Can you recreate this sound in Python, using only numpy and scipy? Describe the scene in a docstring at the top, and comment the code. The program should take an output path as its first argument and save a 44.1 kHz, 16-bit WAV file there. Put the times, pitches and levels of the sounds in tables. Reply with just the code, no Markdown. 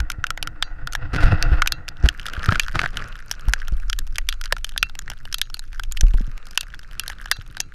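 """A small camera sits on a snowy mountain slope. From the start, wind rumbles and gusts slap its
microphone, bits of ice from above tick on its plastic housing, and a mitten rubs on it, all over a faint
electronic hiss. Soon some hard bits set a piece of metal gear ringing, and frozen cloth scrapes the
housing. At about 2 s the mitten lifts off, and fine snow and soft crumbs trickle over the camera.
From about 3.5 s a shower of smaller ice bits joins in."""
import sys
import numpy as np
from scipy import signal
from scipy.fft import rfft, irfft, next_fast_len
from scipy.io import wavfile
from scipy.ndimage import uniform_filter1d

SR = 44100
rng = np.random.default_rng(int(sys.argv[2]) if len(sys.argv) > 2 else 0)


def file_out(sig):
    """Save sig as 16-bit WAV at sys.argv[1]."""
    # one column per channel
    cols = np.atleast_2d(sig).T
    # limit, then scale
    lim = np.clip(cols, -1, 1)
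    pcm = np.round(lim * 32767).astype(np.int16)
    wavfile.write(sys.argv[1], SR, pcm)


N = 341334
TIME = np.arange(N) / SR

# the housing's resonances, from low knock to high crack:
# (low edge [Hz], high edge [Hz], pitch [Hz], width [Hz])
HOUSING_RESONANCES = [(460, 1100, 730, 360), (1200, 2100, 1530, 330), (2300, 4200, 3000, 900),
                      (4200, 7300, 5200, 1500), (7300, 14200, 10000, 5000)]
# how much fine snow slides over the housing: (time [s], level [dB])
SNOW_FLOW = [(2.2, -48.5), (2.33, -38), (2.52, -33.5), (2.69, -52), (2.8, -43), (2.9, -52), (3.0, -36.5),
             (3.22, -51.5), (3.5, -45.5), (4.05, -63), (4.35, -58), (4.7, -67), (5.1, -57), (5.55, -70.5),
             (6.4, -51), (6.83, -58), (6.95, -50), (7.72, -61)]
# the mitten lifts off: (start [s], end [s])
MITTEN_LIFT = [1.9, 2.15]


def from_db(db):
    """Turns decibels into a gain to multiply by."""
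    return 10 ** (np.asarray(db) / 20)


def rms_one(x):
    """Scales a sound to an average strength (rms) of 1."""
    return x / np.sqrt(np.mean(x ** 2) + 1e-20)


def butter(x, kind, hz, order=2):
    """A filter that keeps the lows, the highs or a band."""
    return signal.sosfilt(signal.butter(order, np.clip(hz, 10, .45 * SR), kind, fs=SR, output="sos"), x)


def resonate(x, hz, width_hz):
    """Rings at one pitch; the narrower the width, the longer the ring."""
    r = np.exp(-np.pi * width_hz / SR)
    feedback = [1, -2 * r * np.cos(2 * np.pi * hz / SR), r * r]
    return signal.lfilter(np.array([1, 0, -1]) * (1 - r * r) / 2, feedback, x)


def colour(x, spectrum):
    """Shapes a steady sound's tone with (frequency [Hz], level [dB]) points; rms 1."""
    hz, db = np.transpose(spectrum)
    size = next_fast_len(N)
    bins = np.maximum(np.arange(size // 2 + 1) * SR / size, 1)
    gains = from_db(np.interp(np.log(bins), np.log(hz), db))
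    shaped = irfft(rfft(x, size) * gains, size)[:N]
    return rms_one(butter(shaped, "high", hz[0] / 2))


def drift(per_s):
    """A curve that wanders to a new random value per_s times a second."""
    count = int(TIME[-1] * per_s) + 2
    return np.interp(TIME * per_s, np.arange(count), rng.standard_normal(count))


def grains(per_s, spread_db):
    """Tiny contacts at random moments, a few much stronger than the rest."""
    sizes = from_db(spread_db * np.minimum(rng.exponential(1, N), 4))
    happens = rng.random(N) < per_s / SR
    return rms_one(happens * sizes * rng.choice([-1, 1], N))


def add(out, s, sound):
    """Mixes a sound in at time s."""
    at = max(0, round(s * SR))
    out[at:at + len(sound)] += sound[:max(0, N - at)]


def gain_in_time(rows):
    """A gain curve through (time [s], level [dB]) points."""
    return from_db(np.interp(TIME, *np.transpose(rows)))


def following(gain, share):
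    """Follows a share of a gain curve's swing in dB; 1 at its usual level."""
    return (gain / np.median(gain)) ** share


def lumpy_lows(lumpy_db):
    """Low noise that comes in uneven lumps."""
    # tone of small swirls of air and of a handled housing: (frequency [Hz], level [dB])
    low_tone = [(60, -7), (120, -8), (200, -20), (320, -24), (700, -41), (2000, -66.5), (8000, -110)]
    return colour(rng.standard_normal(N), low_tone) * from_db(lumpy_db * drift(30))


def wind(rumble_db=-1, flutter_db=-50.5):
    """Large swirls of air rumble on the microphone; smaller ones flutter above them."""
    # strength of the wind: (time [s], level [dB])
    wind_levels = [(0, -20.5), (.15, -30), (.95, -25.5), (1.25, -22), (1.55, -11), (1.8, -31.5), (2.3, -30),
                   (2.55, -22), (2.85, -24.5), (3.3, -33.5), (3.75, -17.5), (4.2, -21.5), (4.9, -28.5),
                   (5.65, -28.5), (6.1, -14.5), (6.5, -33.5), (7.1, -32), (7.73, -37)]
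    strength = gain_in_time(wind_levels)
    # (frequency [Hz], level [dB])
    rumble_tone = [(18, 10.5), (28, 4.0), (50, -7), (75, -20.5), (120, -32), (300, -74.0)]
    rumble = colour(rng.standard_normal(N), rumble_tone)
    rumble /= np.sqrt(uniform_filter1d(rumble ** 2, size=5000) + .1)   # evens out chance swells
    flutter = following(strength, share=0.11) * lumpy_lows(lumpy_db=5)
    return from_db(rumble_db) * strength * rumble + from_db(flutter_db) * flutter


def gusts(damping=1.04, tear_db=-23, tear_s=0.004, wake_db=-27, wake_s=0.021):
    """A gust sucks at the microphone hole and swings back; air tears at the edge and leaves swirls."""
    # single gusts: (time [s], level [dB], pitch [Hz])
    gust_slaps = [(0.0, -7.5, 48.6), (.185, -19.5, 87), (1.238, 2, 28.8), (1.33, -1.5, 101),
                  (1.518, -3, 54.2), (2.041, -0.5, 53), (2.378, -17, 70), (2.486, -2.5, 97),
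                  (2.522, -10.5, 172), (2.84, -21, 128), (3.48, -5.5, 44), (3.723, -7.5, 40.8),
                  (6.033, 2.5, 33), (6.142, -1, 29), (6.208, -19, 207), (6.279, -21.5, 109),
                  (7.388, -22.5, 97)]
    slaps, wake, t = np.zeros(N), np.zeros(N), TIME[:8000]
    for s, db, hz in gust_slaps:
        swing = -np.sin(2 * np.pi * hz * t) * np.exp(-t * hz * damping)
        tear = rms_one(butter(rng.standard_normal(len(t)), "band", [110, 350])) * np.exp(-t / tear_s)
        add(slaps, s, from_db(db) * (swing + from_db(tear_db) * tear))
        add(wake, s, from_db(db + wake_db) * np.exp(-t / wake_s))
    return slaps + wake * lumpy_lows(lumpy_db=2)


def ice_tick(level_db, brightness, pitch_hz, knock_db, crush_s=0.0012, rattle_db=-28, rattle_s=.005):
    """An ice bit is crushed in about a millisecond and briefly shakes the housing; loose grains settle."""
    # a middling tick's strength in each housing resonance above the knock: (level [dB])
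    tick_tone = [-1, -1, -2, -9]
    t = TIME[:1500]
    fade = np.exp(-t / crush_s) + from_db(rattle_db) * np.exp(-t / rattle_s)
    force = rng.standard_normal(len(t)) * fade
    force[0] += 0.4   # the first sharp contact
    # chips break off and land just after, the later the weaker
    for delay_s in rng.exponential(.003, size=3).clip(.0005, .02):
        force[int(delay_s * SR)] += 4 * from_db(-13) * rng.standard_normal() * np.exp(-delay_s / .008)
    # brighter bits favour the high resonances; the one whose band holds the bit's pitch gets a boost
    low, high, centre, _ = np.transpose(HOUSING_RESONANCES[1:])
    boost_db = 6 * ((low <= pitch_hz) & (pitch_hz < high))
    shares = from_db(tick_tone + brightness * np.log2(centre) + boost_db)
    gains = [from_db(knock_db), *(from_db(level_db) * shares / np.linalg.norm(shares))]
    out = 0
    for (low_hz, high_hz, hz, width_hz), gain in zip(HOUSING_RESONANCES, gains):
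        hz = hz * rng.uniform(.9, 1.12)   # each spot on the housing has its own pitch
        if low_hz <= pitch_hz < high_hz:
            hz, width_hz = pitch_hz, width_hz * 0.47   # takes the bit's pitch and rings longer
        part = butter(resonate(force, hz, width_hz), "band", [low_hz, high_hz])
        out = out + gain * part / np.sqrt(np.sum(part ** 2) / (.008 * SR))   # level set over 8 ms
    return out


def ice_bits(tick_gain_db=0.36):
    """Large and small bits of ice land on the housing, one tick each."""
    # the larger bits; brightness is below 0 for soft snow, above 0 for hard ice; heavy bits also knock:
    # (time [s], tick level [dB], brightness [dB per octave], pitch [Hz], knock level [dB])
    large_bits = [(0.002, -26.5, -1, 1500, -41), (0.1006, -23.5, 1.2, 1360, -50),
                  (0.1174, -33, 5.5, 2320, -61), (0.2408, -17, -5.5, 1510, -47),
                  (0.2675, -31.0, 1.5, 2860, -48), (0.3045, -21, -0.5, 1340, -39.5),
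                  (0.3749, -30.3, -2, 1890, -38.5), (0.4269, -23, 3.5, 2700, -39),
                  (0.473, -25, -0.5, 1360, -47), (0.6247, -16.5, -2, 3130, -34),
                  (0.8727, -25.5, -1, 1460, -47), (0.9239, -35.3, 1, 6400, -63), (0.933, -31, 3, 1390, -62),
                  (0.9511, -20.5, -0.9, 1670, -32), (1.4253, -19, -1, 4980, -55),
                  (1.62, -12.5, -3.5, 1380, -34), (1.6602, -25, -6, 1500, -39),
                  (1.6739, -17.5, 2.8, 2550, -44), (1.7215, -18, 1, 4254, -42),
                  (1.881, -30.5, -2.5, 2580, -46), (1.887, -28.7, 0.5, 4850, -59),
                  (2.0878, -14.5, -2.5, 2990, -61), (2.1962, -32.5, -3, 3050, -69),
                  (2.2646, -28, 2, 3400, -45), (2.2835, -28.5, -5, 1360, -68),
                  (2.459, -27.5, -0.5, 1450, -46), (2.4887, -15, -9, 1350, -34),
                  (2.522, -19.5, -5.5, 1600, -26), (2.556, -20.5, -6, 1430, -43),
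                  (2.5963, -13, 0.4, 2400, -44), (2.6336, -33.3, -1, 3400, -60),
                  (2.6822, -27.5, -3, 1520, -44), (2.7554, -21.5, -5, 1290, -30),
                  (2.792, -16, -7.5, 2470, -37), (2.8153, -24, -4, 1530, -50),
                  (2.8395, -21, -17, 1600, -31.5), (2.8591, -20.5, -8, 1550, -34),
                  (2.9705, -24, -2, 2970, -49), (3.3128, -21, 1.5, 5670, -39),
                  (3.484, -36.5, 3.5, 1420, -36.5), (3.5353, -14.5, 0, 1600, -33),
                  (3.6816, -33, 1.5, 1380, -47), (3.8984, -25, -1, 5540, -52),
                  (3.9299, -22.5, -2.2, 3020, -58), (3.9885, -26.5, 2.5, 7400, -54),
                  (4.157, -32, 0.5, 3000, -56), (4.183, -21.5, 2.5, 1950, -44),
                  (4.2884, -18, 3.5, 3530, -61), (4.3257, -28.5, -2.5, 2880, -64),
                  (4.4127, -30.5, 2.2, 1410, -55), (4.4391, -33, -2, 5330, -59),
                  (4.457, -30.5, -1, 4220, -57), (4.5239, -15.5, 0.5, 1710, -22),
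                  (4.5653, -30.5, -4, 1370, -46), (4.6445, -24, 2.5, 3200, -48), (4.692, -37, 4, 3070, -87),
                  (4.762, -32.5, -11, 1600, -41), (4.7774, -20, 4, 3300, -50.5),
                  (4.8279, -12, -1.6, 2460, -35.5), (4.9901, -29, 2, 7100, -51),
                  (5.0786, -33, -7.5, 1960, -52), (5.116, -36.5, -5, 2790, -43.5),
                  (5.326, -27.5, 1, 5500, -70), (5.343, -20.5, 3.5, 3240, -51),
                  (5.3836, -33.0, 6, 3970, -53), (5.4147, -16.5, 2.5, 3430, -51),
                  (5.5426, -26.5, 3, 4250, -59), (5.5931, -32, 4, 4040, -52),
                  (5.7957, -26, -2, 1575, -41.5), (5.835, -34, 3, 3240, -53), (5.9217, -29, 6, 7060, -66),
                  (5.9716, -28, 0.5, 3050, -75), (6.0095, -21, 2.5, 6240, -42), (6.5095, -42, 5, 5100, -56),
                  (6.575, -14.5, 1.3, 2800, -42), (6.609, -26, 5.6, 2830, -58), (6.7919, -43, 4, 5130, -67),
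                  (6.9959, -22.4, 7.5, 2660, -52), (7.0794, -27, 5, 4120, -46),
                  (7.0991, -30.5, -0.5, 1650, -39.5), (7.2576, -32, -2, 1600, -42.5),
                  (7.3141, -13, 2.5, 1606, -34), (7.569, -31, -0.5, 1530, -44),
                  (7.6029, -19.1, 4, 6200, -38)]
    ticks = np.zeros(N)
    for s, db, brightness, pitch_hz, knock_db in list(large_bits) + small_bits():
        add(ticks, s, ice_tick(db + tick_gain_db, brightness, pitch_hz, knock_db))
    return ticks


def mitten(rasp_db=-36, thud_db=2, surge_db=3.0):
    """Frosty cloth catches and slips on the housing; the cupped hand colours it, and its weight thuds."""
    # how hard the mitten rubs: (time [s], level [dB])
    rub_levels = [(0, -43.5), (.1, -48.5), (.55, -47.5), (.98, -47.5), (1.03, -34.5), (1.12, -45),
                  (1.145, -32.5), (1.27, -25.5), (1.41, -36.5), (1.54, -28.5), (1.66, -45), (1.97, -48.5),
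                  (2.06, -30)]
    # resonances of the hollow under the mitten: (pitch [Hz], width [Hz], level [dB])
    hollow_resonances = [(304.5, 10.7, 1.5), (497, 25, -6), (707, 48, -6), (833, 54, -10), (1436, 150, -1),
                         (1836, 78, -3), (1937, 82, -1.5)]
    # rasp of the cloth: (frequency [Hz], level [dB])
    rasp_tone = [(1800, -23), (2300, -15.5), (2610, 7), (3050, -9), (3540, -7.5), (4200, -13.5),
                 (4900, -9.5), (6000, -23.5), (7700, -34), (9500, -29.5), (14000, -49)]
    rub = gain_in_time(rub_levels)
    slips = grains(5000, spread_db=5.5) + .5 * rng.standard_normal(N)
    slips *= from_db(surge_db * drift(60.7))
    hollow = sum((-1) ** k * from_db(db) * resonate(slips, hz, width)
                 for k, (hz, width, db) in enumerate(hollow_resonances))
    hollow = rms_one(butter(hollow, "low", 1720, order=4))
    rasp = (rub / rub.max()) ** 1.38 * colour(slips, rasp_tone)   # grows faster than the rub
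    thud = butter(lumpy_lows(lumpy_db=8.5), "low", 181, order=4)   # the padded hand passes only lows
    touching = np.interp(TIME, MITTEN_LIFT, [1, 0])
    return touching * (rub * (hollow + from_db(thud_db) * thud) + from_db(rasp_db) * rasp)


def electronics(hiss_db=-71, hiss_top_hz=7000, whine_db=-98.5, whine_hz=10600):
    """The camera's own faint hiss and whine."""
    hiss = butter(rng.standard_normal(N), "low", hiss_top_hz)
    return from_db(hiss_db) * hiss + from_db(whine_db) * np.sin(2 * np.pi * whine_hz * TIME)


def metal_gear(ticks, ring_db=-1, stir_db=-19, focus_db=13, focus_octaves=0.91, uneven_db=3):
    """Hard blows ring the metal, the struck spot picking the loudest tones; every tick stirs it a bit."""
    # the metal's own tones: (pitch [Hz], level [dB], time to fade by 60 dB [s])
    metal_tones = [(1335, -15, .3), (1787, -13, .13), (2708, 0, .115), (3289, -7, .07), (3564, -8, .045),
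                   (3822, -12, .12), (4060, -11, .17), (4215, -15, .13), (4414, -13, .07), (4608, -11, .13),
                   (4762, -13, .11), (5838, -18, .23), (6565, -15, .27)]
    # blows that reach the metal: (time [s], level [dB], pitch the struck spot favours [Hz])
    blows = [(0.6239, -31.5, 4160), (1.4276, -30.5, 2700), (1.721, -27.5, 3370), (2.5962, -23, 3000),
             (4.2876, -33, 4200), (4.7807, -39, 4680), (4.8277, -23, 2680), (5.342, -39, 5000),
             (5.416, -37, 4600), (5.542, -41, 4600), (6.575, -28, 2900), (6.9956, -29.5, 3300),
             (7.3138, -21.5, 3700), (7.6, -31.5, 3600)]
    hz, db, fade_s = np.transpose(metal_tones)[:, :, None]
    rings, t = np.zeros(N), TIME[:8000]
    tones = np.exp(-np.log(1000) * t / fade_s) * np.sin(2 * np.pi * hz * t)
    for s, blow_db, favoured_hz in blows:
        off_focus = np.minimum(abs(np.log2(hz / favoured_hz)) / focus_octaves, 1)
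        strength = from_db(db - focus_db * off_focus + uneven_db * rng.standard_normal(db.shape))
        ring = np.sum(strength * tones, axis=0) / np.linalg.norm(strength)
        add(rings, s, from_db(blow_db + ring_db) * ring)
    stirred = sum(resonate(ticks + 1e-18, pitch, np.log(1000) / (np.pi * fade))
                  for pitch, _, fade in metal_tones)
    return rings + from_db(stir_db) * stirred


def scrapes(crunch_db=-1, thud_db=4, slips_per_s=1300, catch_db=4, edge_s=.008):
    """Ice crust on the cloth catches in quick, crunchy slips that jog the housing."""
    # strokes of frozen cloth across the housing: (time [s], length [s], level [dB])
    strokes = [(1.131, 0.046, -21), (1.203, 0.063, -25), (2.033, 0.043, -28), (2.23, 0.078, -56),
               (2.313, 0.18, -47.5), (2.466, 0.13, -37), (2.737, 0.13, -31.5), (2.922, 0.16, -44)]
    # tone of the crunch: (frequency [Hz], level [dB])
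    crunch_tone = [(180, 2), (330, 6.5), (500, -0.5), (700, 7.5), (1000, -1.5), (1450, 12.5), (2100, 2.5),
                   (2700, -2.5), (3800, -6.5), (4900, -6), (7500, -20), (10000, -21.5), (14000, -32.5)]
    slips = grains(slips_per_s, spread_db=5.5) * from_db(catch_db * drift(120))
    crunch = colour(slips, crunch_tone)
    # each stroke rises over edge_s and falls half as fast
    pressure = sum(from_db(db) * np.clip(np.minimum(TIME - s, (s + length - TIME) / 2) / edge_s, 0, 1)
                   for s, length, db in strokes)
    return pressure * (from_db(crunch_db) * crunch + from_db(thud_db) * lumpy_lows(lumpy_db=6.5))


def fine_snow(rush_db=-1, sparkle_db=-62):
    """Blown powder rushes over the uncovered housing; single crystals sparkle in it."""
    # tone of the powder: (frequency [Hz], level [dB])
    powder_tone = [(200, 1.5), (330, -12.5), (480, -1.5), (720, -7), (980, -8), (1200, 5), (1450, 7.5),
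                   (1700, 0), (2100, -7), (2800, -7), (5000, -60)]
    # tone of the crystals: (frequency [Hz], level [dB])
    crystal_tone = [(1500, 7), (2600, 12.5), (3300, -6), (4000, 7.5), (5000, 1), (6500, -2), (9000, -9),
                    (14000, -34)]
    flow = gain_in_time(SNOW_FLOW)
    powder = colour(grains(4100, spread_db=8) + .7 * rng.standard_normal(N), powder_tone)
    crystals = colour(grains(3000, spread_db=3.5) + rng.standard_normal(N), crystal_tone)
    sparkle = from_db(sparkle_db) * following(flow, share=0.45) * crystals
    uncovered = np.interp(TIME, MITTEN_LIFT, [0, 1])
    return uncovered * (from_db(rush_db) * flow * powder + sparkle)


def crumbs(level_db=-52, per_s=60, collapse_s=.0008):
    """Soft crumbs patter in clumps, harder when more snow slides; each has its own tone colour."""
    uncovered = np.interp(TIME, MITTEN_LIFT, [0, 1])
    flow = following(gain_in_time(SNOW_FLOW), share=0.61) * uncovered
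    touches = grains(per_s * from_db(6 * drift(25)), spread_db=2.5)
    at = np.flatnonzero(touches)
    out = np.zeros(N)
    for (low_hz, high_hz, hz, width_hz), db in zip(HOUSING_RESONANCES, [-24.5, 4.5, -3.5, -7.0, -13.5]):
        hits = np.zeros(N)
        hits[at] = touches[at] * from_db(rng.uniform(-11, 11, len(at)))
        collapse = signal.lfilter([1], [1, -np.exp(-1 / (collapse_s * SR))], hits + 1e-18)
        force = collapse * rng.standard_normal(N)
        out += from_db(db) * rms_one(butter(resonate(force, hz, width_hz), "band", [low_hz, high_hz]))
    return from_db(level_db) * flow * out


def small_bits(count=40, start_s=3.55, tick_db=-45.5, knock_db=-56):
    """Random rows for ice_bits(): a shower of small bits, the bigger ones louder."""
    times = start_s + (np.arange(count) + rng.random(count)) / count * (TIME[-1] - start_s)
    size, pitch_shift = rng.standard_normal((count, 2)).T
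    size_db = 5 * size
    pitch_hz = HOUSING_RESONANCES[2][2] * 2 ** (pitch_shift / 2)
    brightness = -2 * pitch_shift   # higher-pitched bits have a duller overall tone
    return list(zip(times, tick_db + size_db, brightness, pitch_hz, knock_db + size_db))


def scene():
    """Everything reaches the one microphone directly."""
    air = (wind() + gusts()) * np.minimum(TIME / .01, 1)   # eases in over 10 ms
    ticks = ice_bits()
    mix = ticks + metal_gear(ticks) + crumbs() + air + mitten() + scrapes() + fine_snow() + electronics()
    return mix[None]


def record(dry, cutoff_hz=14800):
    """The loudest peaks are rounded off and the highest treble is cut."""
    rounded = dry / (1 + dry ** 6) ** (1 / 6)
    return signal.sosfilt(signal.ellip(10, .1, 80, cutoff_hz, fs=SR, output="sos"), rounded)


dry = scene()
out = record(dry)
file_out(out)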